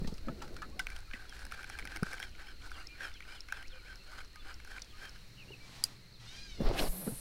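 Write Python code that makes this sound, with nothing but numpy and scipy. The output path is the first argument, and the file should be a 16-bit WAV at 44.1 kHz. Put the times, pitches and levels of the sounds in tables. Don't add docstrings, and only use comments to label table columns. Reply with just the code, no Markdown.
import sys
import numpy as np
from scipy import signal
from scipy.fft import rfft, irfft
from scipy.io import wavfile
from scipy.ndimage import uniform_filter1d

SR = 44100
rng = np.random.default_rng(int(sys.argv[2]) if len(sys.argv) > 2 else 0)


def master_out(mix):
    frames = np.transpose(np.atleast_2d(mix))
    ceiling = np.clip(frames, -1, 1)
    pcm = np.round(ceiling * 32767).astype(np.int16)
    wavfile.write(sys.argv[1], SR, pcm)


N = 317735
T = np.arange(N) / SR

# pitch_hz, width_hz, gain_db
REEL_MODES = [(850, 200, -2.5), (1563, 260, 21), (2183, 470, 9.5), (2920, 550, -35), (5330, 1040, -39),
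              (9400, 1960, -18)]


def amp(db):
    return 10 ** (np.asarray(db) / 20)


def unit_rms(x):
    return x / np.sqrt(np.mean(x ** 2) + 1e-20)


def add(mix, start_s, sound):
    part = mix[round(start_s * SR):][:len(sound)]
    part += sound[:len(part)]


def follow(rows):
    times, *columns = np.transpose(rows)
    gate = np.interp(T, [times[0] - .01, times[0], times[-1], times[-1] + .01], [0, 1, 1, 0])
    return [np.interp(T, times, column) for column in columns] + [gate]


def colour(x, points):
    point_hz, db = np.transpose(points)
    hz = np.fft.rfftfreq(len(x), 1 / SR)
    gain = amp(np.interp(np.log(hz + 1), np.log(point_hz + 1), db))
    return irfft(rfft(x) * gain, len(x))


def flicker(per_s, db):
    steps = np.arange(0, T[-1] + 1, 1 / per_s)
    return amp(db * np.interp(T, steps, rng.standard_normal(len(steps))))


def noise(points):
    return unit_rms(colour(rng.standard_normal(N), points))


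def resonate(x, hz, *widths_hz):
    carrier = np.exp(2j * np.pi * np.cumsum(hz * np.ones(len(x))) / SR)
    for width in widths_hz:
        pole = np.exp(-np.pi * width / SR)
        x = 2 * (carrier * signal.lfilter([1 - pole], [1, -pole], x / carrier)).real
    return x


def noise_band(hz, *widths_hz):
    return unit_rms(resonate(rng.standard_normal(N), hz, *widths_hz))


def tone(hz):
    return np.sqrt(2) * np.sin(2 * np.pi * np.cumsum(hz) / SR)


def marsh():
    # freq_hz, gain_db
    air_colour = [(60, -22), (100, 5.5), (130, -5.5), (200, -13.5), (450, -13.5), (700, -18.5), (1400, -14),
                  (2200, -11.5), (2800, -14.5), (3400, -19), (3900, -10.5), (5000, -15.5), (7000, -23),
                  (15000, -30), (16500, -27)]
    # start_s, end_s, pitch_hz, width_hz, level_db
    drones = [(0, 8, 4200, 360, -69.5), (0.5, 9.5, 4240, 470, -70.5), (5.098, 6, 5600, 120, -75.5),
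              (5.148, 8.1, 118, 30, -63), (2, 3.2, 314, 34, -76.5), (5.2, 9.4, 186, 32, -68),
              (1.3, 5.3, 2780, 940, -71)]
    out = amp(-62) * noise(air_colour) * flicker(3.75, 1)
    for start, end, hz, width, db in drones:
        fade = np.clip(np.minimum(T - start + .1, end - T) / .1, 0, 1)
        out += fade * amp(db) * noise_band(hz, width, width) * flicker(8, 1.6)
    return out


def side_hiss():
    # freq_hz, gain_db
    hiss_colour = [(60, -12), (200, -3.5), (600, -1), (1200, -14), (3000, -19.5), (8000, -3), (12000, 0),
                   (16000, -8)]
    return amp(-83.5) * noise(hiss_colour) * flicker(25, 1.8)


def wind():
    # time_s, gust_db, rustle_db
    breeze = [(0.0, -38, -48), (0.18, -42.5, -59), (0.5, -46, -53), (0.74, -45, -55.5), (0.96, -46, -65.5),
              (1.7, -47, -63), (2.55, -46, -64.5), (3.4, -50, -68), (4.9, -49.5, -66.5), (5.33, -55.5, -69),
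              (5.5, -53, -62.5), (5.9, -53.5, -62.5), (6.05, -56, -68), (6.56, -49, -65.5),
              (6.62, -47, -34)]
    gust_db, rustle_db, gate = follow(breeze)
    gusts = noise([(2, 9.5), (12, 8.5), (45, 0), (70, -4), (130, -28), (400, -55)]) * flicker(9, 2.2)
    rustle = noise([(60, 2), (150, 2), (320, 1.5), (550, -6), (800, -15), (3000, -43)])
    return gate * (amp(gust_db) * gusts + amp(rustle_db) * rustle * flicker(30, 2.5))


def birds():
    # start_s, length_s, start_hz, end_hz, level_db
    notes = [(0.58, .03, 2350, 2300, -66), (0.685, .03, 750, 900, -65), (0.712, .045, 1050, 1200, -66),
             (0.77, .06, 760, 730, -58), (0.915, .022, 2300, 2400, -56), (1.045, .04, 2480, 2400, -67),
             (1.07, .04, 1300, 1350, -66), (1.21, .06, 740, 740, -65), (1.275, .07, 3440, 2840, -63),
             (1.36, .04, 2290, 2950, -67), (1.7, .055, 3380, 2780, -63), (2.15, .04, 3350, 2900, -66),
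             (2.32, .03, 3250, 2800, -68), (2.37, .13, 1770, 3250, -65), (2.39, .045, 700, 870, -67),
             (2.43, .05, 880, 780, -67), (2.705, .075, 3710, 2500, -62), (2.765, .065, 1870, 2990, -59),
             (2.81, .07, 1600, 2350, -66), (2.86, .075, 2400, 3050, -67), (2.875, .08, 2390, 2400, -58),
             (2.945, .025, 2400, 2050, -63), (2.995, .045, 3750, 2500, -63), (3.0, .065, 550, 550, -64),
             (3.115, .08, 3680, 2500, -62), (3.135, .05, 2000, 2950, -61), (3.21, .04, 1780, 3180, -61),
             (3.25, .08, 2330, 3450, -69), (3.29, .075, 2350, 2420, -60), (3.345, .05, 3700, 2500, -61),
             (3.36, .02, 2300, 1900, -64), (3.49, .035, 2110, 2920, -59), (3.535, .085, 3640, 2580, -65),
             (3.54, .05, 2650, 2650, -66), (3.635, .04, 1800, 3120, -60), (3.695, .055, 3850, 2450, -62),
             (3.71, .08, 515, 520, -66), (3.72, .075, 2430, 2420, -61), (3.785, .02, 2420, 2150, -64),
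             (3.845, .045, 2070, 2920, -61), (3.89, .055, 3220, 3170, -67), (3.99, .05, 2650, 2730, -69),
             (4.17, .04, 3110, 3240, -66), (4.075, .05, 560, 760, -68), (4.32, .085, 1750, 2800, -69),
             (4.34, .07, 1250, 1200, -66), (4.39, .04, 3560, 3330, -63), (4.4, .04, 2750, 2600, -69),
             (4.45, .05, 770, 800, -67), (4.81, .05, 3600, 3240, -68), (4.87, .03, 3250, 3000, -70),
             (4.895, .05, 3500, 2550, -66), (4.92, .06, 1220, 1260, -68), (5.03, .06, 3180, 3130, -62),
             (5.04, .05, 2430, 2440, -62), (5.362, .088, 2950, 2250, -56), (5.478, .028, 2720, 2900, -58),
             (5.514, .038, 2960, 2330, -51), (5.59, .08, 2320, 2310, -65), (5.85, .03, 2680, 2500, -63),
             (5.99, .07, 2000, 2100, -71), (6.115, .06, 4550, 3200, -65), (6.13, .045, 5300, 4100, -73)]
    glide_lag, warble_start_s, warble_depth_hz = .17, 5.362, 200
    out = np.zeros(N)
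    for start, length, start_hz, end_hz, db in notes:
        t = T[:round(length * SR)]
        progress = t / length
        glide = progress - 4 * glide_lag * progress * (1 - progress)
        hz = start_hz + (end_hz - start_hz) * glide
        if start == warble_start_s:
            hz += warble_depth_hz * np.sqrt(1 - progress) * np.cos(2 * np.pi * 62.5 * (t - .009))
        blur = unit_rms(resonate(rng.standard_normal(len(t)), hz, 71, 190))
        add(out, start, amp(db) * (1.12 * tone(hz) + .33 * blur) * signal.windows.tukey(len(t), .5))
    bank = rng.standard_normal(6000) * amp(-60 * T[:6000] / .21)
    echoes = signal.oaconvolve(out, bank / np.linalg.norm(bank))[:N]
    return out + amp(-11) * echoes


def tackle():
    # start_s, level_db, ring_hz, treble_db, rattle_s
    bumps = [(0.044, -48.5, 1880, -18, 0.006), (0.073, -52.5, 870, 16.5, 0.016),
             (0.18, -61, 1300, 20, 0.0052), (0.284, -37.5, 1310, -41.5, 0.003),
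             (0.246, -59, 600, -30, 0.0034), (0.289, -41, 673, -30, 0.005), (0.355, -66, 1500, 3, .003),
             (0.405, -56, 2830, -10, 0.0043), (0.417, -40.5, 1310, -7, 0.013), (0.421, -43, 850, 6, .015),
             (0.478, -52, 1510, 3, 0.0058), (0.565, -44.5, 1400, 4, 0.0046), (0.619, -37, 1290, -9, 0.0096),
             (0.796, -32.5, 1524, -0.5, 0.0087), (1.135, -39, 1960, -35, 0.0098),
             (6.687, -57.5, 870, 19, 0.0052), (7.076, -44, 1390, -11, 0.0033)]
    # pitch_ratio, gain_db
    hollows = [(1.002, 3), (1.3, -9), (1.78, -17)]
    t, out = T[:3000], np.zeros(N)
    for start, db, hz, treble_db, rattle_s in bumps:
        scrape = rng.standard_normal(len(t)) * np.exp(-t / rattle_s) * (1 - np.exp(-t / .00055))
        rings = [(gain, resonate(scrape, k * hz, .054 * k * hz, 2.4 * k * hz)) for k, gain in hollows]
        treble = resonate(resonate(scrape, 4400, 2600), 1600, 4700) * np.exp(-t / .013)
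        for gain, ring in rings + [(treble_db, treble)]:
            add(out, start, amp(db + gain) * ring / abs(ring).max())
    return out


def hull_knocks():
    # start_s, level_db, ring_hz, t60_s
    blows = [(0.015, -32.5, 168, 0.04), (0.047, -24.5, 212, 0.015), (0.078, -31.5, 190, 0.029),
             (0.123, -33, 186, 0.029), (0.272, -36, 258, 0.026), (0.281, -34, 243, 0.047),
             (0.295, -38.5, 150, 0.059), (0.32, -47, 216, 0.067), (1.139, -43, 236, 0.03),
             (1.956, -56, 319, 0.14), (2.026, -19, 178.5, 0.022), (2.133, -51, 500, 0.045),
             (5.504, -46.5, 403, 0.032), (6.603, -25.5, 237.3, 0.028), (6.698, -27.5, 102, 0.028),
             (6.711, -21.5, 407, 0.016), (7.066, -35, 266, 0.033), (7.074, -30.5, 204.3, 0.071),
             (7.082, -35, 223, 0.063), (7.119, -43, 130, 0.097)]
    # pitch_ratio, gain_db
    modes = [(1, 11), (2.2, 4.5), (3.5, -9), (6.9, -9)]
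    t, out = T[:8000], np.zeros(N)
    attack = 1 - np.exp(-t / .0041)
    for start, db, hz, t60 in blows:
        ring = sum(amp(gain - 60 * t * k ** .37 / t60) * np.sin(2 * np.pi * k * hz * t)
                   for k, gain in modes)
        add(out, start, -amp(db) * ring * attack)
    return out


def clothing():
    # time_s, level_db
    movement = [(5.2, -96), (5.45, -65.5), (5.5, -75), (5.736, -55.5), (5.86, -58), (5.97, -68),
                (6.02, -96), (6.17, -89), (6.21, -62), (6.37, -60), (6.506, -74), (6.64, -78)]
    # freq_hz, gain_db
    cloth_colour = [(300, -11), (800, 3.5), (2000, 1), (4500, 0.5), (8000, -9), (15000, -24)]
    db, gate = follow(movement)
    return gate * amp(db) * noise(cloth_colour) * flicker(55, 1.4)


def seat_shake():
    # time_s, heave_db, rumble_db
    shaking = [(6.55, -66, -65), (6.595, -54, -82), (6.61, -38, -49), (6.655, -23, -38), (6.71, -31, -42),
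               (6.73, -36, -42.5), (6.79, -40, -38.5), (6.84, -25.5, -39), (6.865, -41, -39),
               (6.89, -30, -53.5), (7.05, -70, -53.5), (7.09, -43, -52), (7.2, -49, -65)]
    # freq_hz, gain_db
    rumble_colour = [(59, -13), (100, -1), (295, 2), (420, 1), (678, 1.5), (982, -8.5), (1080, -7.5),
                     (3590, -21.5), (4000, -17), (5200, -19.5), (8800, -120)]
    heave_db, rumble_db, gate = follow(shaking)
    heave = noise([(3, -9), (12, 12.5), (30, 0), (70, -12.5), (120, -25), (300, -59)])
    rumble = noise(rumble_colour) * flicker(70, 2.6)
    return gate * (amp(heave_db) * heave + amp(rumble_db) * rumble)


def rod_swish():
    # time_s, level_db, pitch_hz
    swish_curve = [(6.72, -64, 2600), (6.76, -54, 2000), (6.785, -42, 2300), (6.79, -34, 2500),
                   (6.803, -34.5, 2850), (6.808, -49, 3300), (6.865, -55, 3000), (6.885, -51, 3300)]
    # time_s, pitch_hz, level_db
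    whistle_curve = [(6.77, 1500, -56), (6.786, 2500, -46), (6.792, 3100, -43), (6.803, 4900, -42),
                     (6.808, 5400, -52), (6.83, 5900, -51), (6.85, 4900, -52), (6.87, 4200, -53),
                     (6.885, 3900, -62)]
    db, hz, gate = follow(swish_curve)
    swish = gate * amp(db) * noise_band(hz, 2400, 4000) * flicker(100, 3)
    hz, db, gate = follow(whistle_curve)
    return swish + gate * amp(db) * noise_band(hz, 380, 800)


def line_run():
    # time_s, hiss_db, hiss_hz, fizz_db
    running = [(6.72, -71, 9400, -79), (6.78, -56, 10000, -53), (6.82, -52, 10000, -46),
               (6.88, -49, 10900, -55), (6.898, -48.5, 11300, -53), (6.99, -44.5, 11800, -65),
               (7.08, -48, 10900, -64), (7.2, -49.5, 9900, -67)]
    # time_s, pitch_hz, level_db
    coils = [(6.86, 159.8, -53), (6.92, 174, -52), (6.964, 180.6, -51), (7.0, 193, -45), (7.01, 189, -58),
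             (7.06, 146, -47)]
    hiss_db, hiss_hz, fizz_db, gate = follow(running)
    fizz = noise([(5000, -20), (7000, -8), (13000, -7), (14500, -14), (16000, -12), (17000, -49)])
    hiss = noise_band(hiss_hz, 2800, 5700)
    hiss = unit_rms(colour(hiss, [(5000, 1.5), (7300, -8), (8000, -1), (13500, -3), (16000, -7)]))
    line = gate * (amp(fizz_db) * fizz * flicker(71, 1.3) + amp(hiss_db) * hiss * flicker(130, .75))
    coil_hz, coil_db, gate = follow(coils)
    return line + gate * amp(coil_db) * tone(coil_hz)


def bail_snap():
    # pitch_hz, gain_db, t60_s
    modes = [(4830, -5, 0.048), (3130, -16, 0.0068), (6200, -5.5, 0.0064), (8090, 6, 0.003),
             (10600, 8, 0.0025), (13500, -11, 0.0054)]
    t, out = T[:3000], np.zeros(N)
    ring = sum(amp(db - 60 * t / t60) * np.sin(2 * np.pi * hz * t) for hz, db, t60 in modes)
    chatter = np.interp(t, [0, .0003, .002, .0028, .0036, .008, .0095], [0, 1.1, 2.5, 2, -1.2, .54, .5])
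    tail = resonate(rng.standard_normal(len(t)), 6600, 3600) * amp(-18 - 60 * t / .1)
    add(out, start_s=5.839, sound=amp(-18) * (ring * chatter + tail))
    return out


def wind_up():
    # time_s, mesh_hz, mesh_db, whirr_db
    winding = [(6.2, 658, -64, -64), (6.24, 644, -63, -65), (6.27, 712, -56.5, -59.5),
               (6.37, 803, -55, -53.5), (6.41, 808, -54, -57), (6.44, 822, -51.5, -62),
               (6.538, 745, -57, -57.5), (6.59, 700, -55, -62.5), (6.686, 700, -61, -62),
               (6.75, 704, -68, -53)]
    # harmonic, gain_db
    overtones = [(2, -8), (3, -3), (4, -4), (5, 0), (6, 1), (7, -7), (8, -9), (9, -19), (11, -19)]
    hz, mesh_db, whirr_db, gate = follow(winding)
    phase = 2 * np.pi * np.cumsum(hz * flicker(150, .04)) / SR
    mesh = np.zeros(N)
    for k, db in overtones:
        fuzz = noise_band(k * hz, 20 * k, 40 * k)
        mesh += amp(db) * flicker(30, 3) * (np.cos(k * phase) + .85 * fuzz)
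    whirr = noise([(800, -18), (2000, -1), (5800, 0), (6800, -7.5), (10000, -15.5), (16000, -32)])
    return gate * (amp(mesh_db) * unit_rms(mesh) + amp(whirr_db) * whirr * flicker(60, 1.6))


def handle_levels():
    # time_s, hold_s, effort_db, grit_db, cup_db
    pushes = [(0.0, 0.15, -70, -62.5, -91), (0.288, 0.0058, -57, -89, -88),
              (0.433, 0.016, -61.5, -62.5, -80), (0.573, 0.0083, -62.5, -65, -81),
              (0.636, 0.011, -62.5, -76, -82), (0.825, 0.0096, -61.5, -61, -83),
              (0.894, 0.1, -56, -62, -81), (1.132, 0.12, -58, -65, -87), (1.347, 0.072, -56, -60, -84),
              (1.534, 0.073, -51.5, -56.5, -82), (1.706, 0.095, -51.5, -58.5, -81),
              (1.885, 0.083, -51, -59, -80), (2.052, 0.11, -51.5, -55.5, -85),
              (2.216, 0.034, -53, -58, -62), (2.41, 0.012, -54, -62, -79), (2.488, .01, -53.5, -60.5, -60),
              (2.657, 0.0096, -55, -56, -80), (2.756, 0.05, -54, -60.5, -62),
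              (3.006, 0.015, -50.5, -63, -77), (3.046, 0.025, -47.5, -56.5, -59),
              (3.292, 0.066, -56, -60.5, -64.5), (3.539, 0.067, -50.5, -61, -66),
              (3.73, 0.044, -61, -78, -72.5), (3.872, 0.06, -55.5, -63, -69),
              (4.09, 0.13, -56, -62.5, -71.5), (4.485, 0.026, -51.5, -60, -64),
              (4.708, 0.071, -55.5, -60.5, -69.5), (5.029, 0.026, -49.5, -57, -63),
              (5.156, 0.012, -66.5, -75, -71)]
    rise_db_per_s, fall_db_per_s = 258.5, 330.5
    start, hold, *levels_db = np.transpose(pushes)[:, :, None]
    t = T[::100]
    shape_db = -rise_db_per_s * np.maximum(start - t, 0) - fall_db_per_s * np.maximum(t - start - hold, 0)
    totals = [np.linalg.norm(amp(db + shape_db), axis=0) for db in levels_db]
    return [np.interp(T, t, 20 * np.log10(total + 1e-6)) for total in totals]


def crackle(effort_db):
    sizes = amp(5 * np.minimum(rng.exponential(1, N), 2))
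    clicks = sizes * (rng.random(N) < 10 / SR)
    return amp(-41 + .25 * (effort_db + 58)) * resonate(resonate(clicks, 5800, 3200), 6000, 6900)


def crank(effort_db, grit_db, cup_db):
    # pitch_hz, width_hz, gain_db
    cup_modes = [(3101, 160, 0.5), (5250, 190, -2.5), (9584, 600, -18)]
    # harmonic, gain_db
    overtones = [(1, -8.5), (2, 6), (3, -3.5), (4, -12)]
    # freq_hz, gain_db
    grit_colour = [(120, -47), (300, 4.5), (1000, 1.5), (2000, -43), (3200, 5), (4600, 6.5), (5900, 0),
                   (8500, -4), (9500, -7), (10500, -8.5), (16000, -22)]
    slips = rng.standard_normal(N) * flicker(90, 3) * flicker(350, 2)
    drift = flicker(14, .45) * (1 + .005 * (np.maximum(effort_db, -70) + 53))
    body = sum(amp(db) * unit_rms(resonate(slips, hz * drift, width, 9 * width))
               for hz, width, db in REEL_MODES)
    cup = sum(amp(db) * unit_rms(resonate(slips, hz * drift, width, 2 * width))
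              for hz, width, db in cup_modes)
    mesh_hz = 770 + 4.8 * (uniform_filter1d(effort_db, 2000) + 55.5)
    phase = 2 * np.pi * np.cumsum(mesh_hz * flicker(120, .2)) / SR
    whine = sum(amp(db) * flicker(60, 3.5) * np.cos(k * phase) for k, db in overtones)
    rasp = unit_rms(body) + amp(-5) * unit_rms(whine)
    grit = unit_rms(colour(slips, grit_colour))
    return amp(effort_db) * rasp + amp(cup_db) * cup + amp(grit_db) * grit


def reel_ticks():
    # start_s, level_db, pitch_hz, treble_db
    clear = [(0.141, -48, 5300, 3), (0.295, -66, 9400, -3), (0.7934, -23, 2420, -3),
             (0.8689, -26, 2100, -9), (0.902, -33.5, 1987, -6), (0.963, -40, 2830, 1.5),
             (0.989, -51, 1586, 9), (1.028, -42, 1220, -16), (1.1116, -35.5, 1840, -22),
             (1.135, -33, 2183, -25), (1.176, -50, 2183, -25), (1.295, -45, 5200, 4),
             (1.325, -41, 1564, -6), (1.3923, -45, 1555, 5), (1.412, -54, 9400, 3), (1.418, -43, 1565, -9),
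             (1.452, -37.5, 1830, 2), (1.466, -40, 1555, -3.5), (1.514, -43, 2183, 0),
             (1.5209, -31.5, 1643, -3), (1.5922, -39, 1565, -20), (1.629, -48, 5300, 0),
             (1.6316, -33.5, 1860, -8), (1.643, -33, 1830, -5.5), (1.6988, -33.5, 1500, 0),
             (1.752, -37, 1564, -10), (1.788, -27.5, 1900, -4), (1.795, -29, 1900, -10),
             (1.825, -39, 2183, -21), (1.845, -54, 5300, 0), (1.853, -32, 1780, -2.5),
             (1.874, -29.5, 2350, -9), (1.9614, -29.5, 1964, -1.5), (1.97, -30.5, 1884, -6),
             (2.0311, -27, 1545, -2.5), (2.067, -33.5, 1532, -26), (2.128, -34.5, 2183, -10),
             (2.1321, -27.5, 1720, -6), (2.141, -34.5, 1600, -4), (2.182, -35, 2370, -17),
             (2.195, -44, 1700, 4), (2.2006, -30, 1728, -3), (2.227, -26, 2463, -10), (2.236, -44, 2183, 0),
             (2.293, -51, 5220, -3), (2.351, -42, 2360, -13), (2.4694, -43, 1980, -4),
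             (2.62, -41.5, 2480, -11), (2.656, -39, 1297, -16), (2.67, -38, 1200, -11),
             (2.696, -44, 2294, -20), (2.707, -48, 5270, 0), (2.7164, -33.5, 1690, -9),
             (2.755, -48, 2330, -13), (2.87, -34, 5170, -18), (3.007, -33.5, 1560, -20),
             (3.0518, -34, 1580, -25), (3.116, -43, 2100, -22), (3.14, -46.5, 5210, -2),
             (3.155, -45, 1380, -8), (3.205, -35.5, 2030, -16), (3.2242, -41.5, 2183, -9),
             (3.252, -46, 1500, -11), (3.3227, -37.5, 1853, -15), (3.406, -32, 5220, -26),
             (3.486, -35, 1870, -7), (3.5234, -22.5, 1634, -7.5), (3.6272, -36, 2515, -10),
             (3.681, -43, 5220, -6), (3.957, -47, 5180, 1), (3.96, -48.5, 1647, -17.5),
             (4.095, -52, 1560, -20), (4.2049, -38, 2043, -11.5), (4.248, -43, 5160, -13),
             (4.3579, -42.5, 1700, 1.5), (4.49, -53, 1570, -16.5), (4.5423, -36.5, 4830, -15),
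             (4.6, -38.5, 1840, -10), (4.648, -45.5, 1560, 4), (4.675, -43, 1604, -3),
             (4.716, -49, 2308, -4), (4.7642, -34.5, 1790, -18), (4.7816, -37, 2180, -16),
             (4.8197, -32, 5200, -12), (4.846, -48.5, 5260, 0.5), (5.094, -40.5, 5130, -9),
             (5.1596, -42.5, 1766, -21), (6.612, -56, 5300, 5), (6.655, -54, 5220, 3)]
    treble_reach = [-15.5, -30, -19, -64, -5.5, -7.5]
    off_pitch_db_per_octave, rattle_s, snap_s = 31.5, .0021, .0003
    faint = [(rng.uniform(.9, 5.2), -55, rng.uniform(1400, 2500), -5) for _ in range(12)]
    t, out = T[:900], np.zeros(N)
    for start, db, pitch_hz, treble_db in clear + faint:
        grain = rng.standard_normal(len(t))
        blow = np.sign(grain) * np.exp(-t / rattle_s) * (grain ** 2 + 3 * np.exp(-t / .00018))
        for (hz, width, _), reach_db in zip(REEL_MODES, treble_reach):
            ring = resonate(blow, hz, 1.01 * width, 2 * width)
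            octaves_off = abs(np.log2(hz / pitch_hz))
            strength = amp(-off_pitch_db_per_octave * octaves_off) + amp(treble_db + reach_db)
            add(out, start, amp(db) * strength * ring / abs(ring).max())
        snap = np.gradient(grain) * np.exp(-t / snap_s)
        add(out, start, amp(db + treble_db - 4) * snap)
    return out


def scene():
    effort_db, grit_db, cup_db = handle_levels()
    background = marsh() + wind() + birds()
    boat = tackle() + hull_knocks()
    reel = crank(effort_db, grit_db, cup_db) + crackle(effort_db) + reel_ticks() + bail_snap() + wind_up()
    cast = clothing() + seat_shake() + rod_swish() + line_run()
    mid, side = background + boat + reel + cast, side_hiss()
    return np.array([mid + side, mid - side])


def record(dry):
    cutoff_hz, offset = 15850, -.001
    lowpass = signal.firwin(511, cutoff_hz, window=("kaiser", 9), fs=SR)
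    return offset + signal.oaconvolve(dry, lowpass[None], "same")


dry = scene()
out = record(dry)
master_out(out)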